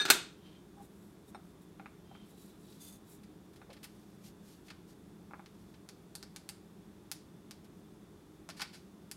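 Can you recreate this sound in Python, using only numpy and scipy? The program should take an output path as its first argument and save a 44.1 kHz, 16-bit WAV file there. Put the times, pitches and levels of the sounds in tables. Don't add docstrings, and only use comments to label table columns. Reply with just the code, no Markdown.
import sys
import numpy as np
from scipy import signal
from scipy.fft import rfft, irfft, next_fast_len
from scipy.io import wavfile

SR = 44100
rng = np.random.default_rng(int(sys.argv[2]) if len(sys.argv) > 2 else 0)


def persist_wave(psi):
    counts = np.round(np.clip(psi, -1, 1) * 32767).astype(np.int16)
    wavfile.write(sys.argv[1], SR, np.atleast_2d(counts).T)


N = 403956
FFT_SIZE = next_fast_len(N)
HZ = np.fft.rfftfreq(FFT_SIZE, 1 / SR)
TIME = np.arange(N) / SR


def clay_clacks():
    # t/s, level/dB, contact/s
    clacks = [(0, -37.5, 0.019), (.0525, -34.5, 0.0022), (.059, -37, 0.0024), (.078, -39, 0.011),
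              (.086, -38.5, 0.0047), (.1015, -20, 0.0012), (.1037, -20, 0.00062), (.1078, -26, 0.0015)]
    # f/Hz, level/dB
    crack = [(20, -58), (60, -24), (130, -7), (250, -11), (380, -5), (540, -13.5), (760, -0.5), (1050, -6),
             (1400, 8), (1950, -3.5), (2500, -2), (3200, -4), (3900, 1.5), (5500, -5.5), (8300, -1.5),
             (10000, -5.5), (12000, -1), (16000, -6)]
    # f/Hz, level/dB, t60/s
    modes = [(727, -5, .07), (1300, -3, .04), (1555, -2, .04), (2620, -4, .04), (3680, -1, .06),
             (3914, -2, .04), (4310, -4, .05), (4936, -8, .05), (5510, -7, .025), (6390, -7, .05),
             (7005, -7, .05), (7180, -8, .05), (8400, -4, .025)]
    hits = by_force(clacks, pivot_db=-19.5, bright_hz=12100, brighten=.4, knock_db=-13, knock_slope=1)
    return blows(hits, crack, modes, hollow_hz=360, width_hz=110, ring_db=-15, tail_db=-8, low_hz=50.2)


def figure_taps():
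    # t/s, level/dB, brightness/Hz, contact/s, hollow knock/dB
    taps = [(1.3473, -48.5, 1180, .00055, 15), (1.7962, -51.5, 2100, .0014, 11),
            (1.859, -51, 2570, 0.00031, -10), (2.112, -57.5, 1300, .002, 16),
            (2.151, -59, 1697, 0.00041, -10), (3.615, -57.5, 1500, 0.0044, -17),
            (5.3101, -56.5, 1400, .00045, -10), (5.3351, -48.5, 1395, 0.00045, -26),
            (5.3946, -54, 1200, 0.00042, -3), (8.490, -51, 1500, 0.00053, 3),
            (8.599, -48.5, 1800, 0.0028, -18)]
    # f/Hz, level/dB
    thud = [(20, -44), (100, -3), (500, -7.5), (800, -0.5), (1380, 4.5), (1800, -4), (2400, 3), (3300, -14),
            (16000, -15)]
    # f/Hz, level/dB, t60/s
    modes = [(740, 3, 0.1), (857, 4, 0.02), (960, 5, 0.036), (1233, -9, .05), (1320, 1, 0.09),
             (1624, -4.5, 0.088), (2230, 22, .05)]
    return blows(taps, thud, modes, hollow_hz=762, width_hz=115, ring_db=-30, tail_db=-9.5)


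def glue_gun():
    # t/s, level/dB, brightness/Hz
    grips = [(3.2323, -65.5, 9120), (3.532, -69, 13000), (3.559, -64.5, 10960), (3.701, -61, 4470),
             (3.7287, -60.5, 10000), (3.7652, -63, 4570), (3.8296, -54.5, 15100), (3.84, -51, 15000),
             (4.681, -59, 5500), (4.701, -51.5, 4790), (5.7386, -65.5, 4800), (7.6436, -67, 12000)]
    # t/s, level/dB
    ticks = [(5.4607, -60), (5.8893, -53), (6.153, -46.5), (6.228, -51), (6.362, -49), (6.4908, -45),
             (7.1156, -41), (7.5101, -51.5), (8.4899, -52.5), (9.114, -46)]
    # t/s, level/dB
    jerks = [(8.5, -50), (8.5956, -50), (8.6063, -45), (8.617, -38)]
    # t/s, level/dB
    drags = [(8.563, -54), (8.727, -52.5)]
    # f/Hz, level/dB
    crack = [(20, -44), (100, -33), (500, -15), (900, -4.5), (1500, -2), (2300, -1.5), (3300, -3),
             (4100, 2), (5150, 7.5), (5900, 2), (7500, 1), (9000, 4.5), (12000, 5), (16000, -3)]
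    # f/Hz, level/dB, t60/s
    modes = [(825, 1, 0.039), (1554, -1.5, 0.05), (1900, -6, .05), (2345, -5.5, 0.064), (3850, -10, 0.07),
             (4100, -8, 0.031), (4770, 12, 0.014), (5100, 2, 0.032)]
    # t/s, level/dB, brightness/Hz, contact/s, hollow knock/dB
    hits = [(s, db, hz, .0067, 2) for s, db, hz in grips]
    hits += by_force([(s, db, .00038) for s, db in ticks],
                     pivot_db=-46.5, bright_hz=9400, brighten=.52, knock_db=-23.5, knock_slope=.73)
    hits += [(s, db, 5900, .0033, -3.5) for s, db in jerks]
    hits += [(s, db, 6300, .032, -14) for s, db in drags]
    return blows(hits, crack, modes, hollow_hz=2300, width_hz=2600, ring_db=-12.5, tail_db=-10)


def chinks(nudge_s=.017, spot_db=3):
    # f/Hz, level/dB, t60/s
    saucer = [(1254, -49, .16), (1680, -29, 0.19), (2360, -45, .18), (2643, -50, .18), (3672, -24, 0.15),
              (3817, -38.5, 0.15), (5930, -42, 0.15), (8290, -43, 0.12), (9986, -55, .08)]
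    # f/Hz, level/dB, t60/s
    neighbour = [(4242, -33, .1), (6025, -42.5, 0.24), (8543, -50, .15)]
    # f/Hz, level/dB, t60/s
    pot = [(3700, -3.5, 0.086), (4100, -10, .12), (5426, -8, 0.071), (7601, -32, .08), (8670, -3, 0.091),
           (10100, -14, .06), (11550, -9, .06)]
    # t/s, level/dB, brightness/Hz
    nails = [(.765, -74, 13840), (.83, -65, 14000), (1.28, -66, 15000), (1.347, -52.5, 7900),
             (1.796, -53.5, 3200), (1.859, -57, 2980), (3.615, -55.5, 5050)]
    t, out = np.arange(12000) / SR, np.zeros(N)
    attack = 1 - np.exp(-t / .00028)
    add(out, 0, ring(saucer, t) * attack)
    add(out, nudge_s, ring(neighbour, t) * attack)
    for s, level_db, bright_hz in nails:
        modes = [(hz, db + spot_db * rng.standard_normal() - 20 * np.log10(1 + (hz / bright_hz) ** 3), t60)
                 for hz, db, t60 in pot]
        add(out, s, amp(level_db) * ring(modes, t) * attack)
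    return out


def finger_rubs(swell=.63):
    rubs = [(0.845, 0.049, -67), (1.05, 0.31, -73.5), (1.295, .05, -67.5), (1.48, .14, -75),
            (1.635, .05, -73), (2.301, .07, -69.5), (2.457, 0.17, -65), (2.732, 0.21, -66),
            (3.135, 0.1, -61)]
    # f/Hz, width/Hz, level/dB
    resonances = [(3910, 100, -4), (5500, 280, -10), (6430, 55, -10), (7100, 170, -8), (7700, 79, -14),
                  (8300, 97, -9), (9040, 182, -18), (10240, 53, -3), (11500, 220, -7)]
    pressure = sum(amp(db) * bump(TIME - s, length * np.where(TIME < s, swell, 1 - swell))
                   for s, length, db in rubs)
    return rubbing(pressure, resonances, gain_db=-1, sing_db=4)


def palm_rub(start_s=2.792, attack_s=.028, hold_s=.13, release_s=.053, sag_db_per_s=55):
    # f/Hz, width/Hz, level/dB
    resonances = [(3520, 60, 9), (4840, 33, 4), (6470, 79, 3), (6740, 60, -1), (8140, 45, 2), (9300, 52, 3),
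                  (10300, 30, -13), (10500, 35, -10), (11000, 38, -8), (11700, 52, -11), (11900, 40, -8),
                  (14500, 72, -10)]
    corners = start_s + np.cumsum([0, attack_s, hold_s, release_s])
    sag = amp(-sag_db_per_s * np.maximum(TIME - corners[1], 0))
    pressure = np.interp(TIME, corners, [0, 1, 1, 0]) * sag
    return rubbing(pressure, resonances, gain_db=-54, sing_db=-.5)


def clay_slides(skirt=.95, sharpness=.024):
    # middle/s, length/s, level/dB, f/Hz, purity/dB
    slides = [(.49, 0.21, -66, 3136, 11), (0.799, 0.063, -56.5, 805, 21.5), (2.187, 0.25, -68.5, 3160, 15),
              (2.435, 0.23, -70, 3930, 10), (2.723, 0.22, -69, 3880, 6), (3.71, 0.039, -53.5, 500, 2),
              (3.738, 0.037, -63, 3110, 12)]
    out = np.zeros(N)
    for s, length, db, hz, purity_db in slides:
        scrape = peaks([(hz, skirt * hz, 0), (hz, sharpness * hz, purity_db)], HZ)
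        low_cut = HZ / (HZ + hz / 2)
        out += strokes([(s, length, db)], scrape * low_cut)
    return out


def cord_swishes():
    # middle/s, length/s, level/dB
    swishes = [(3.95, 0.22, -73.5), (4.13, 0.15, -74.5), (4.265, 0.071, -59.5), (4.5, 0.15, -64),
               (4.675, 0.052, -65.5), (4.905, 0.068, -66), (5.65, 0.26, -76)]
    # f/Hz, level/dB
    colour = [(300, -17), (1500, -5), (5000, 1.5), (9000, -3), (13000, -3), (16000, -18.5)]
    return strokes(swishes, amp(read(colour, HZ)))


def room(x, tail_db, clutter_db=-3, clutter_t60=.075):
    # delay/s, gain
    echoes = [(.0012, .25), (.0035, 0.37), (.005, .25), (.0073, .42)]
    # f/Hz, t60/s
    decay = [(150, 0.59), (700, 0.31), (3000, 0.37), (8000, 0.31), (15000, 0.15)]
    t = np.arange(12288) / SR
    hz, frame_s, spectra = signal.stft(rng.standard_normal(len(t)), SR, nperseg=256)
    spectra *= amp(-60 * frame_s / read(decay, hz)[:, None])
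    tail = signal.istft(spectra, SR, nperseg=256)[1][:len(t)] * (1 - np.exp(-t / .0086))
    scatter = rng.standard_normal(len(t)) * amp(-60 * t / clutter_t60) * (1 - np.exp(-t / .0015))
    response = amp(clutter_db) * unit(scatter) + amp(tail_db) * unit(tail)
    response[0] += 1
    for delay, gain in echoes:
        add(response, delay, np.array([gain]))
    return signal.fftconvolve(x, response)


def room_tone(air_db=-57.5):
    # f/Hz, level/dB
    air = [(15, -55), (25, -26), (53, -8.5), (141, -7), (170, -2), (211, -1.5), (228, -9.5), (299, -7),
           (403, -12.5), (486, -17.5), (1120, -23), (2200, -31.5), (3490, -34), (11700, -38),
           (15800, -43.5)]
    # f/Hz, half-width/Hz, level/dB
    hum = [(174, 7.1, -68), (206, 6.3, -66.5), (306, 12, -66.5), (354.8, 11, -71), (409.7, 22, -69),
           (3520, 200, -82)]
    power = sum(amp(db) ** 2 * unit(peaks([(hz, 2 * half, 0)], HZ)) ** 2 for hz, half, db in hum)
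    return amp(air_db) * noise(amp(read(air, HZ))) + np.sqrt(power.sum()) * noise(np.sqrt(power))


def blows(hits, crack, modes, hollow_hz, width_hz, ring_db, tail_db, low_hz=110, size=4096):
    t, hz, out = np.arange(size) / SR, np.fft.rfftfreq(size, 1 / SR), np.zeros(N)
    body = amp(ring_db) * unit(ring(modes, t))
    radiation = hz ** 2 / (hz ** 2 + low_hz ** 2)
    for s, db, bright_hz, contact_s, knock_db in hits:
        onset = 1 - np.exp(-4 * (t + 1 / SR) / contact_s)
        fade = onset * np.exp(-np.minimum(t / contact_s, 20))
        grit = rfft(rng.standard_normal(size) * fade)
        force = irfft(grit / (abs(grit) + 1e-12)) * np.sqrt(fade)
        sound = coloured(force, amp(read(crack, hz))) + signal.fftconvolve(force, body)[:size]
        softness = 1 / np.sqrt(1 + (hz / bright_hz) ** 5)
        knock_hz = hollow_hz * (1 + .065 * rng.standard_normal())
        hollow = .5 + peaks([(knock_hz, width_hz, knock_db)], hz)
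        sound = coloured(sound, softness * radiation * hollow)
        sound = room(sound, tail_db)
        add(out, s, amp(db) * unit(sound) * np.sqrt(.02 * SR))
    return out


def by_force(hits, pivot_db, bright_hz, brighten, knock_db, knock_slope):
    return [(s, db, bright_hz * amp(brighten * (db - pivot_db)), contact_s,
             knock_db - knock_slope * (db - pivot_db)) for s, db, contact_s in hits]


def rubbing(pressure, resonances, gain_db, sing_db):
    # f/Hz, level/dB
    hiss = [(500, -25), (2500, -13), (4000, -8.5), (5200, -12.5), (7000, -6), (12000, -5), (16000, -14)]
    thicket = amp(3 * wander(HZ, spacing=90))
    colour = amp(read(hiss, HZ)) * thicket + amp(sing_db) * peaks(resonances, HZ)
    return amp(gain_db) * pressure * grain(depth_db=1.75, rate_hz=90) * noise(colour)


def strokes(moves, colour):
    t = np.arange(0, N / SR, .002)
    speed = sum(amp(db) * bump(t - s, length / 2) for s, length, db in moves)
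    return np.interp(TIME, t, speed) * grain(depth_db=2, rate_hz=65.9) * noise(colour)


def grain(depth_db, rate_hz):
    return evened(amp(depth_db * wander(TIME, .5 / rate_hz)))


def ring(modes, t):
    return sum(amp(db - 60 * t / t60) * np.sin(2 * np.pi * hz * t) for hz, db, t60 in modes)


def peaks(resonances, hz):
    return sum(amp(db) / (1 + (2 * (hz - centre) / width) ** 2) for centre, width, db in resonances)


def coloured(x, gain):
    log_gain = np.log(np.maximum(np.r_[gain, gain[-2:0:-1]], 1e-5))
    return irfft(rfft(x) * np.exp(np.conj(signal.hilbert(log_gain)))[:len(gain)])


def noise(colour):
    return evened(irfft(rfft(rng.standard_normal(FFT_SIZE)) * colour, FFT_SIZE)[:N])


def wander(axis, spacing):
    knots = np.arange(0, axis[-1] + spacing, spacing)
    return evened(np.interp(axis, knots, rng.standard_normal(len(knots))))


def bump(t, width):
    return np.exp(-np.minimum((t / width) ** 2, 20))


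def read(points, hz):
    f, value = np.transpose(points)
    return np.interp(np.log(hz + 1), np.log(f + 1), value)


def add(mix, s, sound):
    part = mix[max(0, round(s * SR)):][:len(sound)]
    part += sound[:len(part)]


def amp(db):
    return 10 ** (np.asarray(db) / 20)


def evened(x):
    return x / np.sqrt(np.mean(x ** 2) + 1e-20)


def unit(x):
    return x / np.sqrt(np.sum(x ** 2) + 1e-20)


def scene():
    knocks = clay_clacks() + figure_taps() + glue_gun()
    friction = finger_rubs() + palm_rub() + cord_swishes()
    return (knocks + friction + chinks() + clay_slides() + room_tone())[None]


def record(dry):
    return signal.oaconvolve(dry, signal.firwin(511, 15900, window=("kaiser", 9), fs=SR)[None], "same")


dry = scene()
out = record(dry)
persist_wave(out)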